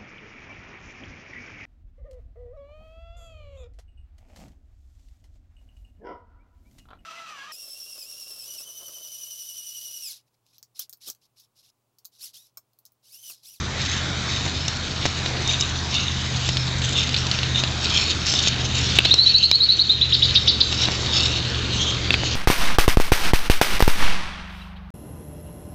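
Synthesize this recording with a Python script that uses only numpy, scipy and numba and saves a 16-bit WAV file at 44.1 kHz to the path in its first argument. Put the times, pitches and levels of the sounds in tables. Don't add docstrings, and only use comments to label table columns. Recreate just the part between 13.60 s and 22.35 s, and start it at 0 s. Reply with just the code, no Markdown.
import sys
import numpy as np
from scipy import signal
from scipy.fft import rfft, irfft, next_fast_len
from scipy.io import wavfile
from scipy.ndimage import uniform_filter1d
from numba import njit

SR = 44100
rng = np.random.default_rng(int(sys.argv[2]) if len(sys.argv) > 2 else 0)


def inscribe(sig):
    pcm = np.round(np.clip(np.atleast_2d(sig).T, -1, 1) * 32767)
    wavfile.write(sys.argv[1], SR, pcm.astype(np.int16))


N = 386067
T = np.arange(N) / SR

# frequency_hz, density_db
SWISH_SPECTRUM = [(1200, -26.5), (2100, -16), (2550, -4.5), (3000, -1), (3300, -2.5), (3800, 0), (4300, -1),
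                  (4900, -8), (5800, -31.5)]
# frequency_hz, density_db
CRISP_SPECTRUM = [(3800, -22.5), (4700, -5), (5400, 9.5), (5750, -3), (6250, 2.5), (7000, -1.5),
                  (7600, -6.5), (8200, -29)]


def undb(db):
    return 10 ** (np.asarray(db) / 20)


def unit(x):
    return x / np.sqrt(np.mean(x ** 2))


def curves(rows):
    times, *columns = np.transpose(rows)
    return [np.interp(T, times, column) for column in columns]


def add(out, start_s, x):
    i = max(int(start_s * SR), 0)
    out[i:i + len(x)] += x[:N - i]


def colour(x, spectrum):
    hz, db = np.transpose(spectrum)
    size = next_fast_len(len(x))
    octave, known = np.log2(np.fft.rfftfreq(size, 1 / SR) + 1), np.log2(hz)
    outside = np.abs(octave - np.clip(octave, known[0], known[-1]))
    gain = undb(np.interp(octave, known, db) - 34 * outside)
    return unit(irfft(rfft(x, size) * gain, size)[:len(x)])


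def walk(rate_hz):
    hold = int(SR / rate_hz)
    steps = np.repeat(rng.standard_normal(N // hold + 1), hold)
    return 1.14 * uniform_filter1d(uniform_filter1d(steps, hold), hold)[:N]


def patchy(x, depth_db):
    _, _, bands = signal.stft(x, nperseg=512)
    patches = rng.standard_normal(bands.shape)
    for _ in range(2):
        patches = uniform_filter1d(uniform_filter1d(patches, size=4, axis=0), size=17, axis=1)
    return unit(signal.istft(bands * undb(depth_db * unit(patches)))[1][:N])


def crackle(spread_db, hiss):
    clicks = rng.standard_normal(N) * (rng.random(N) < 0.06)
    sizes = undb(spread_db * np.minimum(rng.exponential(size=N), 4))
    return unit(clicks * sizes) + hiss * rng.standard_normal(N)


def ring(modes, pitch_factor=1):
    t = np.arange(2048) / SR
    return sum(undb(db - 60 * t / t60) * np.sin(2 * np.pi * hz * pitch_factor * t)
               for hz, db, t60 in modes)


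def whistle(length_s, pitches_hz, attack, release, rasp, tremble=0.7, tremble_hz=190):
    u = np.linspace(0, 1, int(length_s * SR))
    hz = np.polyval(np.polyfit([0, 0.5, 1], pitches_hz, 2), u)
    shake = np.interp(u * length_s, np.arange(200) * 0.0007, rng.standard_normal(200))
    phase = 2 * np.pi * np.cumsum(hz * (1 + rasp * shake)) / SR
    swell = np.sin(np.pi / 2 * np.clip(np.minimum(u / attack, (1 - u) / release), 0, 1))
    quiver = 1 + tremble * u * np.sin(2 * np.pi * (tremble_hz * length_s * u + rng.random()))
    return swell * quiver * np.sin(phase)


def scatter(x, delay_s, t60_s, level_db):
    t = np.arange(SR) / SR
    tail = rng.standard_normal(SR) * undb(-60 * t / t60_s)
    out = np.zeros(N)
    add(out, delay_s, signal.fftconvolve(x, tail / np.linalg.norm(tail))[:N])
    return out * undb(level_db)


def air(hiss_db=-31.06):
    # frequency_hz, density_db
    hiss_spectrum = [(100, -38), (170, -0.5), (250, -1), (542, -8), (712, -6), (892, -7.5), (1420, -5),
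                     (2160, -6.5), (2500, -7.5), (2800, -18), (3180, -10), (3510, -7), (6890, -14.5),
                     (7970, -26), (10400, -49.5), (17500, -120)]
    # frequency_hz, density_db
    rush_spectrum = [(200, -5), (330, 1), (500, 0.5), (800, -23.5)]
    # time_s, level_db
    rush_levels = [(0, -57), (4.5, -55), (5.3, -42), (6.5, -38.5), (7.3, -38), (8.75, -38)]
    hiss = patchy(colour(rng.standard_normal(N), hiss_spectrum), depth_db=1.6)
    hiss *= undb(hiss_db + 0.69 * walk(4.5))
    rush = colour(rng.standard_normal(N), rush_spectrum) * undb(curves(rush_levels)[0])
    return hiss + rush


def far_engine(pitch_hz=80.33, slows_at_s=2.9, sag_hz_per_s=1.1, waver_hz=0.4, waver_db=0.47):
    # frequency_hz, density_db
    rumble_spectrum = [(20, -20), (32, -10.5), (44, -3), (60, -2.5), (100, 3), (150, 0), (200, -4),
                       (300, -12.5), (500, -24), (900, -47.5)]
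    # time_s, level_db
    drone_levels = [(0, -32.5), (1.5, -34.5), (2.9, -32), (4.8, -33), (5.3, -29.5), (6.3, -30),
                    (6.7, -26.5), (7.2, -32), (8.75, -31.5)]
    # time_s, level_db
    high_levels = [(0, -35.5), (1.35, -38), (1.9, -31), (2.4, -35), (2.9, -26.5), (3.65, -32.5), (4, -26.5),
                   (4.26, -41), (4.9, -35.5), (5.2, -26.5), (5.95, -36), (6.65, -25.5), (7.1, -32),
                   (8.75, -30.5)]
    low_hz = pitch_hz - sag_hz_per_s * np.maximum(T - slows_at_s, 0)
    drone_db, high_db = curves(drone_levels)[0], curves(high_levels)[0]
    out = undb(drone_db) * colour(rng.standard_normal(N), rumble_spectrum)
    for hz, db in [(low_hz / 2, drone_db - 15), (low_hz, drone_db), (low_hz * 1.6, high_db)]:
        phase = 2 * np.pi * np.cumsum(hz + waver_hz * walk(8)) / SR
        out += np.sqrt(2) * undb(db + waver_db * walk(10)) * np.sin(phase)
    return out


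def far_bird(octave_db=-11):
    # start_s, length_s, start_hz, middle_hz, end_hz, level_db
    calls = [(8.187, 0.056, 3180, 3255, 3320, -21), (8.225, 0.092, 3350, 3550, 3700, -29),
             (8.263, 0.053, 3150, 3200, 3130, -21.5)]
    song = np.zeros(N)
    for start_s, length_s, *pitches_hz, db in calls:
        for harmonic, gain in [(1, undb(db)), (2, undb(db + octave_db))]:
            tone = whistle(length_s, harmonic * np.array(pitches_hz), attack=0.26, release=0.27, rasp=0.043)
            add(song, start_s, gain * tone)
    return song + scatter(song, delay_s=0.023, t60_s=0.45, level_db=-7)


def camera_rubs(gain_db=-6.5):
    # start_s, length_s, pitch_hz, relative_db
    rubs = [(1.841, 0.12, 3660, -25.5), (1.963, 0.11, 3800, -27), (2.341, 0.052, 3630, -23.5),
            (2.467, 0.05, 3680, -27.5), (3.34, 0.092, 3540, -21), (3.935, 0.056, 3640, -20.5),
            (4.303, 0.1, 3230, -21), (4.715, 0.11, 3620, -24), (7.19, 0.07, 3870, -21.5),
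            (7.55, 0.2, 3760, -28)]
    # pitch_factor, width_hz, relative_db
    shell_modes = [(.785, 330, -5.5), (1, 260, 2.5), (1.92, 500, -19.5)]
    out, grit = np.zeros(N), crackle(spread_db=7.5, hiss=0.22)
    for start_s, length_s, pitch_hz, db in rubs:
        friction = grit[int(start_s * SR):][:int(length_s * SR)]
        friction = friction * np.sqrt(np.hanning(len(friction)))
        for factor, width_hz, mode_db in shell_modes:
            b, a = signal.iirpeak(pitch_hz * factor, pitch_hz * factor / width_hz, fs=SR)
            ringing = unit(signal.lfilter(b, a, signal.lfilter(b, a, friction)))
            add(out, start_s, undb(db + mode_db + gain_db) * ringing)
    return out


def grass(attack_share=0.25):
    # time_s, swish_db, crisp_db
    shuffle = [(0, -42, -44), (1.3, -33.5, -38.5), (3.1, -34.5, -39.5), (4.1, -32, -38), (5, -32, -41.5),
               (5.6, -25.5, -34), (6.4, -26, -35.5), (6.9, -26.5, -35), (7.4, -32, -39.5), (8, -32, -49),
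               (8.75, -29.5, -45)]
    # start_s, length_s, swish_db, crisp_db
    strokes = [(0.135, 0.33, -30, -32), (0.664, 0.23, -33, -33), (1.077, 0.033, -24.5, -26),
               (1.884, 0.13, -27.5, -33), (1.996, 0.027, -36, -23.5), (2.25, 0.42, -30, -43),
               (2.736, 0.14, -32, -34), (2.83, 0.14, -32, -32), (3.178, 0.24, -31.5, -30),
               (3.318, 0.23, -26.5, -33), (3.54, 0.091, -29.5, -32), (3.7, .17, -32, -34),
               (3.95, 0.098, -28, -28.5), (4.202, 0.36, -26.5, -30), (4.28, 0.19, -26.5, -32),
               (4.45, .14, -27, -36), (4.646, 0.2, -27.5, -26.5), (4.749, 0.22, -24.5, -30.5),
               (5.124, 0.11, -24, -31.5), (5.215, 0.31, -24.5, -30), (5.41, 0.31, -24.5, -39),
               (5.67, 0.097, -19, -29), (5.797, .06, -14.5, -27), (6.675, 0.13, -18.5, -37),
               (7.104, 0.22, -27, -31), (7.184, 0.22, -23, -29.5), (7.403, 0.25, -27.5, -45),
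               (7.518, 0.25, -23.5, -28.5), (7.698, 0.26, -28.5, -35), (8.115, 0.28, -45, -37),
               (8.626, 0.2, -29.5, -30)]
    swish_power, crisp_power = undb(curves(shuffle)) ** 2
    for start_s, length_s, swish_db, crisp_db in strokes:
        u = np.linspace(0, 1, int(length_s * SR))
        swell = np.sin(np.pi / 2 * np.interp(u, [0, attack_share, 1], [0, 1, 0])) ** 2
        add(swish_power, start_s, undb(swish_db) ** 2 * swell)
        add(crisp_power, start_s, undb(crisp_db) ** 2 * swell)
    flutter = walk(70)
    swish = patchy(colour(crackle(spread_db=3.5, hiss=0.98), SWISH_SPECTRUM), depth_db=2.5)
    crisp = patchy(colour(crackle(spread_db=5.5, hiss=0.74), CRISP_SPECTRUM), depth_db=4.5)
    swish *= undb(2.3 * flutter) * np.sqrt(swish_power)
    crisp *= undb(3.5 * flutter) * np.sqrt(crisp_power)
    return swish + crisp


def stalk_snaps(decay_s=0.0041, faint_count=9, faint_db=(-26.5, -27.5, -31), spread_db=2):
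    # start_s, crack_db, knock_db, treble_db
    snaps = [(.864, -33, -18, -39), (1.081, -22, -25, -19), (1.455, -16, -10, -21), (1.462, -23, -17, -20),
             (1.661, -17.5, -19.5, -40), (1.875, -30, -30, -17), (2.009, -19, -29, -12.5),
             (2.89, -14, -18, -30), (2.97, -16, -35, -28), (3.218, -18, -22, -28), (3.492, -17.5, -38, -28),
             (3.543, -11, -34, -30), (3.564, -13.5, -35, -31), (3.667, -19, -30, -24),
             (3.714, -15, -28, -24), (3.788, -16, -24, -28), (3.832, -17, -30, -39),
             (4.037, -12, -16.5, -33), (4.667, -27, -38, -18.5), (4.738, -17.5, -19.5, -18),
             (4.873, -12, -19, -31), (5.451, -6, -16, -16), (5.457, -10.5, -14, -27),
             (7.126, -15, -22, -36), (7.286, -26, -16, -35), (8.635, -28, -15.5, -36)]
    # pitch_hz, level_db, t60_s
    knock_modes = [(340, -9.5, 0.016), (740, 2, 0.0064), (1250, -0.5, 0.0014), (2010, 5.5, 0.0032)]
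    faint_snaps = [(rng.uniform(0, N / SR), *rng.normal(faint_db, spread_db)) for _ in range(faint_count)]
    out, t = np.zeros(N), np.arange(2048) / SR
    for start_s, crack_db, knock_db, treble_db in snaps + faint_snaps:
        crack = undb(crack_db) * colour(rng.standard_normal(len(t)), SWISH_SPECTRUM)
        treble = undb(treble_db) * colour(rng.standard_normal(len(t)), CRISP_SPECTRUM)
        knock = undb(knock_db) * ring(knock_modes)
        add(out, start_s, (crack + treble) * np.exp(-t / decay_s) + knock)
    return out


def plastic_clacks():
    # start_s, level_db, pitch_factor
    contacts = [(5.3871, 6, 1.16), (5.3897, 3, 1.05), (5.4046, -11, 1.1), (5.5409, 5, 1.67),
                (5.9140, 10.5, 1.58), (5.9152, -1.5, 0.95), (8.5061, -2, 1.06), (8.541, -3.5, 1.003),
                (8.5450, -12, 0.9)]
    # pitch_hz, level_db, t60_s
    plastic_modes = [(364, -16, 0.0072), (770, -12, 0.0041), (2170, -14, 0.0021), (2540, -1.5, 0.015),
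                     (3120, -6.5, 0.0078), (3310, -8.5, 0.019), (4180, -20, 0.0096)]
    out = np.zeros(N)
    for start_s, db, pitch_factor in contacts:
        add(out, start_s, undb(db) * ring(plastic_modes, pitch_factor))
    return out


def trill_notes(upsweep_share=0.56, crest_share=0.48, bow_hz=44.6):
    # start_s, length_s, pitch_hz, climb_hz, upsweep_db, crest_db
    notes = [(5.445, .034, 4030, 606, -13, -19), (5.508, .042, 3930, 700, -4.5, -17),
             (5.579, 0.07, 4044, 330, -3, -8.5), (5.659, 0.055, 4030, 330, -1, -3.5),
             (5.74, 0.056, 4090, 595, 0, -7), (5.826, 0.044, 4073, 500, -1, -4),
             (5.922, 0.043, 4010, 423, -2, -0.5), (6.001, 0.049, 4007, 564, -1.5, 2),
             (6.086, 0.054, 4010, 560, 0, -2), (6.189, 0.04, 4023, 704, -1, -2.5),
             (6.292, 0.038, 3815, 636, -3, -4), (6.411, 0.025, 3700, 1090, -4, -2)]
    crest_bend = [1.045, 1.087, 1.065]
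    for start_s, length_s, hz, climb_hz, upsweep_db, crest_db in notes:
        upsweep_hz = [hz - climb_hz / 2, hz + bow_hz, hz + climb_hz / 2]
        upsweep = whistle(length_s * upsweep_share, upsweep_hz, attack=0.33, release=0.3, rasp=0.011)
        yield start_s, undb(upsweep_db) * upsweep
        crest_hz = hz * np.array(crest_bend)
        crest = whistle(length_s * crest_share, crest_hz, attack=0.3, release=0.44, rasp=0.011)
        yield start_s + length_s * (1 - crest_share), undb(crest_db) * crest


def chip_notes(arch_s=0.0209, arch_hz=(2346, 3850, 3350), rasp_hz=(5480, 4330, 3920)):
    # start_s, arch_db, rasp_db, rasp_lag_s, rasp_length_s, arch_roughness
    chips = [(6.521, -5.5, -6, 0.011, 0.023, .015), (6.62, -4.5, -10.5, 0.0052, 0.04, 0.017),
             (6.75, -7, -8.5, -.009, .04, 0.1), (6.872, -6, -7.5, -0.00097, .038, 0.088),
             (7.001, -16, -4, 0.0015, .019, 0.076)]
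    for start_s, arch_db, rasp_db, lag_s, rasp_s, roughness in chips:
        arch = whistle(arch_s, arch_hz, attack=0.46, release=0.53, rasp=roughness)
        yield start_s, undb(arch_db) * arch
        rasp = whistle(rasp_s, rasp_hz, attack=0.78, release=0.25, rasp=0.11)
        yield start_s + lag_s, undb(rasp_db) * rasp


def near_bird(bounce_db=-10):
    song = np.zeros(N)
    for start_s, sound in [*trill_notes(), *chip_notes()]:
        add(song, start_s, sound)
        for lag_s in rng.uniform([0.003, 0.008], [0.008, 0.018]):
            add(song, start_s + lag_s, undb(bounce_db) * sound)
    trees = scatter(song, delay_s=0.022, t60_s=0.5, level_db=-11.5)
    early_echo = scatter(song, delay_s=0.012, t60_s=0.26, level_db=-11)
    return song + early_echo + trees


def scene():
    birds = near_bird() + far_bird()
    lawn = grass() + camera_rubs() + stalk_snaps() + plastic_clacks()
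    return (birds + lawn + far_engine() + air())[None]


@njit
def follow(x, attack, release):
    out, level = np.empty(len(x)), 0.
    for i in range(len(x)):
        level += (x[i] - level) * (attack if x[i] > level else release)
        out[i] = level
    return out


def record(dry, ceiling=0.37, attack_s=0.0045, release_s=0.33, top_hz=8100):
    # centre_hz, width_hz, gain_db
    port_resonances = [(3730, 150, 4), (5400, 880, -2), (6040, 240, 3.5)]
    x = dry[0]
    for hz, width_hz, db in port_resonances:
        band = signal.lfilter(*signal.iirpeak(hz, hz / width_hz, fs=SR), x)
        x = x + (undb(db) - 1) * band
    level = follow(np.abs(x), 1 / (attack_s * SR), 1 / (release_s * SR))
    ducked = x * ceiling / np.maximum(level, ceiling)
    lowpass = signal.ellip(10, 0.2, 80, top_hz, fs=SR, output="sos")
    return signal.sosfilt(lowpass, np.clip(ducked, -1, 1))[None]


dry = scene()
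out = record(dry)
inscribe(out)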